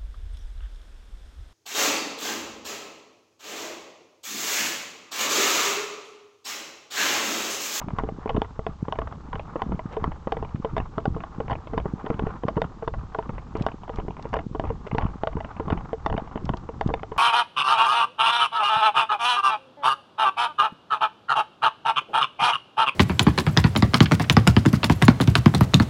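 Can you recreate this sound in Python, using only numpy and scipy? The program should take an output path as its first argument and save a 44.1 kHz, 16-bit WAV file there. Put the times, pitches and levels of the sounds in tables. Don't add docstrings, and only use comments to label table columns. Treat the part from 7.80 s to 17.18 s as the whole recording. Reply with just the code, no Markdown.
import sys
import numpy as np
from scipy import signal
from scipy.fft import rfft, irfft, next_fast_len
from scipy.io import wavfile
from scipy.ndimage import uniform_filter1d

SR = 44100
rng = np.random.default_rng(int(sys.argv[2]) if len(sys.argv) > 2 else 0)


def persist_wave(psi):
    counts = np.round(np.clip(psi, -1, 1) * 32767).astype(np.int16)
    wavfile.write(sys.argv[1], SR, np.atleast_2d(counts).T)


N = 413646

# time_s, buffet_db, flutter_db, rustle_db
STRIDES = [(0.22, -33.5, -43.5, -48.5), (0.56, -31, -48, -49), (0.89, -40.5, -53, -53.5),
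           (1.23, -33.5, -47, -49.5), (1.56, -36.5, -47.5, -51), (1.91, -33, -43.5, -47),
           (2.27, -31, -47, -47.5), (2.621, -34.5, -44, -48.5), (2.99, -30, -44.5, -48),
           (3.32, -32, -41, -49), (3.72, -34.5, -41, -49), (4.0, -31, -43, -51.5),
           (4.438, -32.5, -40.5, -44.5), (4.791, -36.5, -41.5, -48.5), (5.17, -31.5, -49, -54),
           (5.541, -34, -43.5, -50), (5.81, -34.5, -44.5, -50), (6.2, -33, -44, -52),
           (6.55, -35, -42.5, -50), (6.89, -31.0, -42, -50.5), (7.238, -28.5, -43.5, -46),
           (7.56, -35, -47, -48.5), (7.94, -30.5, -39.5, -45), (8.32, -30.0, -44, -49.5),
           (8.7, -32, -39.5, -49), (9.09, -31.5, -45, -51.5), (9.4, -39.5, -47, -50.5)]
# frequency_hz, level_db, t60_s
SMALL_PART_MODES = [(754, 11, 0.0069), (1062, 7, 0.01), (1420, 0, 0.0032), (2167, -5, 0.0073),
                    (2530, -9.5, 0.0064), (2900, -8.5, 0.0069), (3445, -26, 0.0084)]


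def gain_of(db):
    return 10 ** (np.asarray(db) / 20)


def unit_rms(x):
    return x / np.sqrt(np.mean(x ** 2) + 1e-20)


def spectrum_gain(points, hz):
    point_hz, db = np.transpose(points)
    return gain_of(np.interp(np.log(hz + 1), np.log(point_hz + 1), db))


def add(mix, start_s, sound):
    part = mix[max(round(start_s * SR), 0):][:len(sound)]
    part += sound[:len(part)]


def noise(spectrum):
    size = next_fast_len(N)
    colour = spectrum_gain(spectrum, np.fft.rfftfreq(size, 1 / SR))
    return unit_rms(irfft(rfft(rng.standard_normal(size)) * colour, size)[:N])


def wander(hz):
    size = int(SR / hz)
    return unit_rms(uniform_filter1d(uniform_filter1d(rng.standard_normal(N), size), size))


def swell(peak_db, rise_db_per_s, fall_db_per_s, rest_db):
    t = np.arange(0, N, 64) / SR
    since_s = t - np.array(STRIDES)[:, :1]
    db = peak_db[:, None] - np.maximum(-since_s * rise_db_per_s, since_s * fall_db_per_s)
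    return np.interp(np.arange(N) / SR, t, np.hypot(gain_of(db.max(0)), gain_of(rest_db)))


def stride_noise(buffet_db=3.0, flutter_db=1.3, rustle_db=2.2, lumpy_db=5.0, grain_db=3.5, patch_db=2.5):
    # frequency_hz, density_db
    buffet_spectrum = [(8, -3.5), (22, -3), (48, 0.5), (75, -2.5), (110, -6), (170, -15), (300, -39),
                       (600, -84.5)]
    flutter_spectrum = [(50, -16.5), (110, -2.5), (170, 1), (250, -4.5), (350, -9), (440, -13),
                        (560, -20.5), (1000, -44.5), (2000, -70)]
    rustle_spectrum = [(250, -11), (380, -12.5), (440, 0.5), (520, -7), (700, -5), (790, 2), (920, 0),
                       (1180, 1), (1400, -6.5), (1700, -13.5), (2300, -22), (3000, -28), (4000, -37),
                       (8000, -59.5)]
    buffet_shape = dict(rise_db_per_s=145, fall_db_per_s=148.5, rest_db=-47.5)
    flutter_shape = dict(rise_db_per_s=33.5, fall_db_per_s=47, rest_db=-52.5)
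    rustle_shape = dict(rise_db_per_s=23.5, fall_db_per_s=54, rest_db=-58.5)
    _, buffet_peaks, flutter_peaks, rustle_peaks = np.transpose(STRIDES)
    swing = swell(buffet_peaks, **buffet_shape)
    eddies = noise(buffet_spectrum)
    eddies /= np.sqrt(uniform_filter1d(eddies ** 2, size=3500) + 0.057)
    buffet = gain_of(buffet_db) * swing * eddies
    lumps = gain_of(lumpy_db * np.minimum(wander(74), 1.6))
    shake = unit_rms(swing ** 0.23) * lumps
    tremor = unit_rms(noise(flutter_spectrum) * shake)
    flutter = gain_of(flutter_db) * swell(flutter_peaks, **flutter_shape) * tremor
    grains = unit_rms(noise(rustle_spectrum) * gain_of(grain_db * wander(160) + patch_db * wander(22)))
    rustle = gain_of(rustle_db) * swell(rustle_peaks, **rustle_shape) * grains
    return buffet + flutter + rustle


def struck(modes, chatter_s, bounce, grit, push=0, spot_db=2.23, size=3000):
    t = np.arange(size) / SR
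    hz, mode_db, t60_s = np.transpose(modes)[:, :, None]
    spot, detune, side = rng.standard_normal((3, len(modes), 1))
    swings = np.sin(2 * np.pi * hz * (1 + .008 * detune) * t) * np.sign(side + .4)
    ring = (gain_of(mode_db + spot_db * spot - 60 * t / t60_s) * swings).sum(0)
    ring += push * np.sin(2 * np.pi * 620 * t) * np.exp(-t / 0.00088)
    scrape_decay = np.exp(-t / chatter_s) + 0.2 * np.exp(-t / 0.018)
    force = grit * rng.standard_normal(size) * scrape_decay
    force[0] += 1
    bounce_s = rng.random(5) * 1.5 * chatter_s
    force[np.minimum((bounce_s * SR).astype(int), size - 1)] += bounce * rng.standard_normal(5)
    return signal.fftconvolve(force, ring)[:size]


def rattles(gain_db=-1, chatter_s=.003, stirred_db=-5.0, spread_s=.13):
    # start_s, level_db
    clear = [(0.015, -33), (0.085, -35), (0.104, -37.5), (0.476, -37), (0.646, -39.5), (1.155, -37.5),
             (1.273, -35), (1.324, -36.5), (1.595, -32), (2.318, -37.0), (2.648, -37), (2.757, -42.0),
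             (3.001, -32), (3.405, -38), (3.681, -35), (3.754, -32), (3.872, -37), (4.0, -34.5),
             (4.342, -40.5), (4.843, -32), (5.426, -42), (5.581, -36), (5.764, -37), (5.885, -34),
             (5.917, -39), (6.034, -39.0), (6.079, -37.5), (6.172, -42), (6.199, -34.5), (6.306, -36.5),
             (6.368, -39.5), (6.394, -38.5), (6.556, -31.5), (6.852, -35.5), (6.87, -40.0), (7.114, -31.5),
             (7.211, -32), (7.244, -40.0), (7.264, -34.5), (7.529, -39), (7.646, -34.0), (7.766, -40.5),
             (7.93, -32), (7.975, -36), (8.365, -36), (8.395, -34), (8.474, -42), (8.512, -42),
             (8.574, -34), (9.194, -42), (9.363, -39)]
    stirred = [(stride_s + spread_s * rng.uniform(-1, 1), flutter_db + stirred_db)
               for stride_s, _, flutter_db, _ in STRIDES]
    out = np.zeros(N)
    for start_s, db in np.r_[clear, stirred]:
        buzz = struck(SMALL_PART_MODES, chatter_s, bounce=0.57, grit=0.15)
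        add(out, start_s, gain_of(db + gain_db) * buzz / np.std(buzz[:SR // 100]))
    return signal.sosfilt(signal.butter(6, 3350, fs=SR, output="sos"), out)


def thumps(gain_db=1.2, rise_cycles=0.4, fall_cycles=0.81, slack=0.64, snap=0.11, size=1200):
    # peak_s, level_db, nominal_pitch_hz
    shoves = [(0.044, -25.5, 154), (0.081, -21.5, 188), (0.136, -18.5, 154), (0.324, -24, 210),
              (0.387, -25.5, 284), (0.552, -16, 199), (0.581, -12, 261), (0.893, -26.5, 195),
              (1.029, -16, 187), (1.548, -23.5, 163), (1.867, -21.5, 230), (1.896, -23.5, 267),
              (1.947, -19, 179), (2.058, -20, 196), (2.225, -23, 192), (2.279, -16, 185),
              (2.748, -16.5, 158), (2.801, -22, 199), (2.936, -24, 165), (3.002, -22.5, 243),
              (3.179, -19, 187), (3.28, -12.5, 211), (3.356, -24.5, 155), (3.585, -22.5, 215),
              (3.721, -21, 149), (3.976, -21, 257), (4.057, -19, 283), (4.138, -16.0, 201),
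              (4.244, -22, 311), (4.313, -17, 276), (4.346, -23, 163), (4.424, -16.5, 255),
              (4.439, -18.5, 194), (4.467, -22, 207), (4.653, -15.5, 187), (4.769, -12.0, 200),
              (4.851, -22.5, 169), (5.236, -28.5, 202), (5.495, -22, 187), (5.812, -14, 188),
              (5.944, -26.5, 272), (6.251, -29.5, 340), (6.303, -25.5, 162), (6.667, -21, 210),
              (6.714, -23.5, 179), (7.132, -16.5, 168), (7.254, -14.5, 176), (7.358, -25.5, 211),
              (7.556, -18.5, 190), (7.875, -23, 218), (7.929, -11, 193), (8.268, -22.5, 293),
              (8.351, -19.5, 230), (8.423, -25, 252), (8.646, -20, 177), (8.702, -14.5, 184),
              (8.744, -22, 257), (9.063, -11.0, 185)]
    out, t = np.zeros(N), np.arange(-size, size) / SR
    for (peak_s, db, hz), phase in zip(shoves, rng.random(len(shoves))):
        cycles = t * hz
        envelope = 1 / np.cosh(2 * cycles / np.where(t < 0, rise_cycles, fall_cycles))
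        turns = slack * cycles + snap * np.tanh(4 * cycles) + phase
        add(out, peak_s + t[0], gain_of(db + gain_db) * envelope * np.sin(2 * np.pi * turns))
    return out


def weigh_bands(sound, band_db, span_s=.016, size=4096):
    edges_hz = [200, 550, 1400, 3800, 8000]
    plateaus_hz = [(200, 470), (640, 1150), (1650, 3600), (3950, 8000)]
    hz, spectrum = np.fft.rfftfreq(size, 1 / SR), rfft(sound, size)
    energy = np.add.reduceat(abs(spectrum) ** 2, np.searchsorted(hz, edges_hz))[:-1] * 2 / size
    lift_db = band_db - 10 * np.log10(energy / (span_s * SR) + 1e-20)
    log_gain = np.log(spectrum_gain(np.c_[np.ravel(plateaus_hz), np.repeat(lift_db, 2)], hz))
    causal = np.exp(np.conj(signal.hilbert(np.r_[log_gain, log_gain[-2:0:-1]])))
    return irfft(spectrum * causal[:len(spectrum)], size)


def dispersed(x, hz=1500, width_hz=1800):
    radius = np.exp(-np.pi * width_hz / SR)
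    poles = np.array([1, -2 * radius * np.cos(2 * np.pi * hz / SR), radius ** 2])
    return signal.lfilter(poles[::-1], poles, x)


def knocks(weight_trim_db=-1, click_db=-22, hard_blow_db=-28, graze_db=-22, graze_s=0.0016):
    # start_s, level_db (550-1400 Hz), weight_db (band below), crack_db (band above), chatter_s
    blows = [(0.186, -26.5, -8, -13.5, 0.0027), (0.197, -34, -8, -10, 0.0026),
             (0.236, -37, 9.8, -19.8, 0.005), (0.289, -33.5, 0.5, -19, 0.0024),
             (0.459, -34, 6.5, -21, 0.0038), (0.493, -28, -5, -11, 0.0035),
             (0.502, -33.5, 2.5, -14, 0.0056), (0.546, -37.5, 5, -19.3, 0.0056),
             (0.565, -30, 3, -14.5, 0.0055), (0.618, -27, -0.5, -11.5, 0.00099),
             (0.792, -35.5, 4.5, -18, 0.0018), (0.866, -29.5, 0, -12.5, 0.0023),
             (1.083, -35.0, 5, -18, 0.004), (1.124, -27.5, -12, -12, 0.0018),
             (1.188, -29.5, 0.5, -12, 0.002), (1.217, -33.0, -13, -16.5, 0.0026),
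             (1.53, -32.5, -9.5, -11, 0.0036), (1.555, -35.5, -4.7, -8, 0.0038),
             (1.757, -32.5, 7.5, -17, 0.0038), (1.819, -26.5, -8, -12.5, 0.0017),
             (1.92, -34.5, 4, -18, 0.0035), (1.993, -32.5, -9.5, -13.5, 0.0026),
             (2.167, -32, 7, -18.5, 0.0041), (2.241, -25.5, -6, -14.5, 0.0026),
             (2.472, -32, 5, -17, 0.0038), (2.521, -25.5, -2, -13, 0.0021),
             (2.569, -36, 4.8, -11.5, 0.0026), (2.626, -34.0, 1.5, -19, 0.0046),
             (2.847, -29.5, 5, -16.5, 0.0045), (2.966, -27.5, -4, -14.5, 0.0043),
             (2.98, -29, -4, -11, 0.0042), (3.181, -26.5, -3, -19, 0.0041),
             (3.255, -25.5, -4.5, -13.3, 0.0028), (3.364, -37.5, 6.8, -24, 0.0044),
             (3.437, -35, -15, -11.5, 0.0021), (3.602, -32.5, 6.5, -15.5, 0.0041),
             (3.698, -31, -10.2, -15, 0.0057), (3.709, -26.5, -12.5, -14, 0.0059),
             (3.729, -35, -5.2, -8.5, 0.0032), (3.934, -35, 7, -15.3, 0.0043),
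             (3.978, -27, -1.5, -12, 0.0044), (4.057, -35, 5, -16, 0.0028), (4.263, -34, 0, -10, 0.0045),
             (4.302, -31.5, 8, -14, 0.0043), (4.394, -31.5, 2, -9.5, 0.0018),
             (4.469, -33.5, 4.3, -13.5, 0.004), (4.635, -35, 7.5, -14.8, 0.0033),
             (4.683, -25.5, -3.2, -13.5, 0.0035), (4.768, -31, 7, -16.3, 0.0055),
             (4.778, -35, 6.5, -15, 0.0025), (4.818, -26, -1.5, -9, 0.001),
             (5.024, -35.5, 5, -18.3, 0.0031), (5.077, -28.5, 0, -13, 0.0026),
             (5.138, -35, -11, -12.5, 0.0047), (5.347, -30, -5, -12, 0.002),
             (5.387, -26.5, -1.5, -20.5, 0.0034), (5.493, -38.5, 4, -12, 0.0025),
             (5.753, -36, 8.5, -12, 0.0052), (5.865, -23.5, -6, -14, 0.002),
             (6.094, -34.5, 2, -15.5, 0.0032), (6.186, -36.5, 5.5, -15, 0.0056),
             (6.282, -38, 6.5, -16, 0.0031), (6.454, -38.5, 7, -16.5, 0.0039),
             (6.531, -31, -7.5, -11.8, 0.0056), (6.54, -26.5, -5.2, -10, 0.0015),
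             (6.566, -30.5, 2, -12, 0.0027), (6.589, -33.5, -14, -10.5, 0.0034),
             (6.749, -34, 4.5, -19.3, 0.0059), (6.797, -27.5, -2.2, -14.5, 0.0025),
             (6.839, -34.5, 2, -20.5, 0.0056), (6.902, -34.5, 8, -18.5, 0.004),
             (7.148, -32.5, 7, -17.5, 0.0039), (7.183, -25, -4.5, -9, 0.002),
             (7.221, -33.0, -15.2, -12.3, 0.0042), (7.435, -25.5, -3, -18.5, 0.0023),
             (7.472, -25.5, -6.5, -13.8, 0.0018), (7.568, -36.5, 5, -16, 0.0032),
             (7.604, -33, -15.7, -12.5, 0.0029), (7.798, -33, 6, -17, 0.0033),
             (7.881, -34, -3, -21, 0.0029), (7.902, -30, -1, -9, 0.0037), (7.923, -30, -1, -14, 0.0064),
             (8.131, -31, 6.5, -18, 0.004), (8.262, -23, -8.5, -13.5, 0.0018), (8.299, -32, -4, -14, 0.003),
             (8.326, -32, -7, -11.5, 0.0013), (8.341, -36.5, 6, -16, 0.0023),
             (8.378, -28.5, -4.5, -12.5, 0.0014), (8.558, -37.5, 7.5, -13, 0.00336),
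             (8.692, -28, -5.5, -12.5, 0.0024), (8.736, -32.5, -5.5, -13, 0.0028),
             (8.89, -37.5, 6.5, -16.5, 0.0034), (9.011, -25.5, -6.2, -10.5, 0.0015),
             (9.09, -34, 1, -16.5, 0.0059), (9.103, -34, 5.5, -17, 0.0026),
             (9.139, -26.5, -1, -9.5, 0.0015), (9.232, -34, -2, -11, 0.0017),
             (9.318, -37, 4.5, -14.8, 0.0038)]
    # frequency_hz, level_db, t60_s
    housing_modes = [(335, -14.5, 0.016), (442, -8, 0.072), (661.3, -9.5, 0.058), (790.6, -5, 0.037),
                     (942, -1.5, 0.02), (1084, -3.5, 0.019), (1415, -7, 0.018), (1697, -5, 0.011),
                     (1978, -5, 0.01), (2570, -15.5, .011), (2952, -9.5, 0.0099), (3250, -14.5, 0.0081),
                     (3650, -12.5, 0.012), (4400, -3, 0.0055), (4840, -14, 0.01), (5400, -15, 0.01),
                     (6050, -37.5, .008)]
    out = np.zeros(N)
    for start_s, db, weight_db, crack_db, chatter_s in blows:
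        hardness_db = db - hard_blow_db
        modes = np.array(housing_modes, float)
        modes[modes[:, 0] > 3150, 1] += 2 * min(hardness_db, 0)
        bands_db = db + np.array([weight_db + weight_trim_db, 0, crack_db,
                                  crack_db + click_db + hardness_db])
        hit = struck(modes, chatter_s, bounce=0.37, grit=0.048, push=1.92)
        add(out, start_s, weigh_bands(hit, bands_db))
        graze = struck(SMALL_PART_MODES, chatter_s, bounce=1.0, grit=.12)
        lead_s = graze_s * rng.random()
        add(out, start_s - lead_s, gain_of(db + graze_db) * graze / np.std(graze[:SR // 100]))
    return dispersed(out)


def ticks(gain_db=2, decay_s=0.0034, band_hz=(1750, 5200), size=900):
    # start_s, level_db
    snaps = [(2.127, -49), (5.7698, -46), (5.822, -37.5), (6.1588, -42.5), (6.425, -42), (6.4901, -51),
             (8.6537, -38.5), (8.771, -38.5), (9.075, -41)]
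    out, t = np.zeros(N), np.arange(size) / SR
    bright = signal.butter(2, band_hz, "band", fs=SR, output="sos")
    for start_s, db in snaps:
        burst = signal.sosfilt(bright, rng.standard_normal(size) * np.exp(-t / decay_s))
        add(out, start_s, gain_of(db + gain_db) * burst / abs(burst).max())
    return out


def brushes(grain_db=4):
    # middle_s, half_length_s, level_db
    touches = [(2.131, .018, -37.5), (5.806, 0.028, -41), (7.074, .01, -35.5)]
    # frequency_hz, density_db
    swish_spectrum = [(200, -15), (450, 7.5), (1100, -2.5), (1700, -10.5), (3300, -17.5), (4500, -33),
                      (8000, -40)]
    t = np.arange(N) / SR
    envelope = sum(gain_of(db) * np.exp(-((t - middle_s) / half_s) ** 2)
                   for middle_s, half_s, db in touches)
    return envelope * unit_rms(noise(swish_spectrum) * gain_of(grain_db * wander(330)))


def scene():
    return (knocks() + rattles() + thumps() + ticks() + brushes() + stride_noise())[None]


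def record(dry, hiss_db=-66, cutoff_hz=8700):
    # frequency_hz, density_db
    hiss_spectrum = [(100, -5), (2000, -4.5), (3500, -2), (4500, -4.5), (7000, -7), (9000, -12.5)]
    # frequency_hz, gain_db
    roll_off = [(6000, 1), (7000, 0), (7800, -2), (8300, -7), (8800, -26.5)]
    hissy = dry + gain_of(hiss_db) * noise(hiss_spectrum)
    size = next_fast_len(N + SR)
    response = spectrum_gain(roll_off, np.fft.rfftfreq(size, 1 / SR))
    dulled = irfft(rfft(hissy, size) * response, size)[:, :N]
    low_pass = signal.firwin(255, cutoff_hz, window=("kaiser", 9), fs=SR)
    return signal.oaconvolve(dulled, low_pass[None], "same")


dry = scene()
out = record(dry)
persist_wave(out)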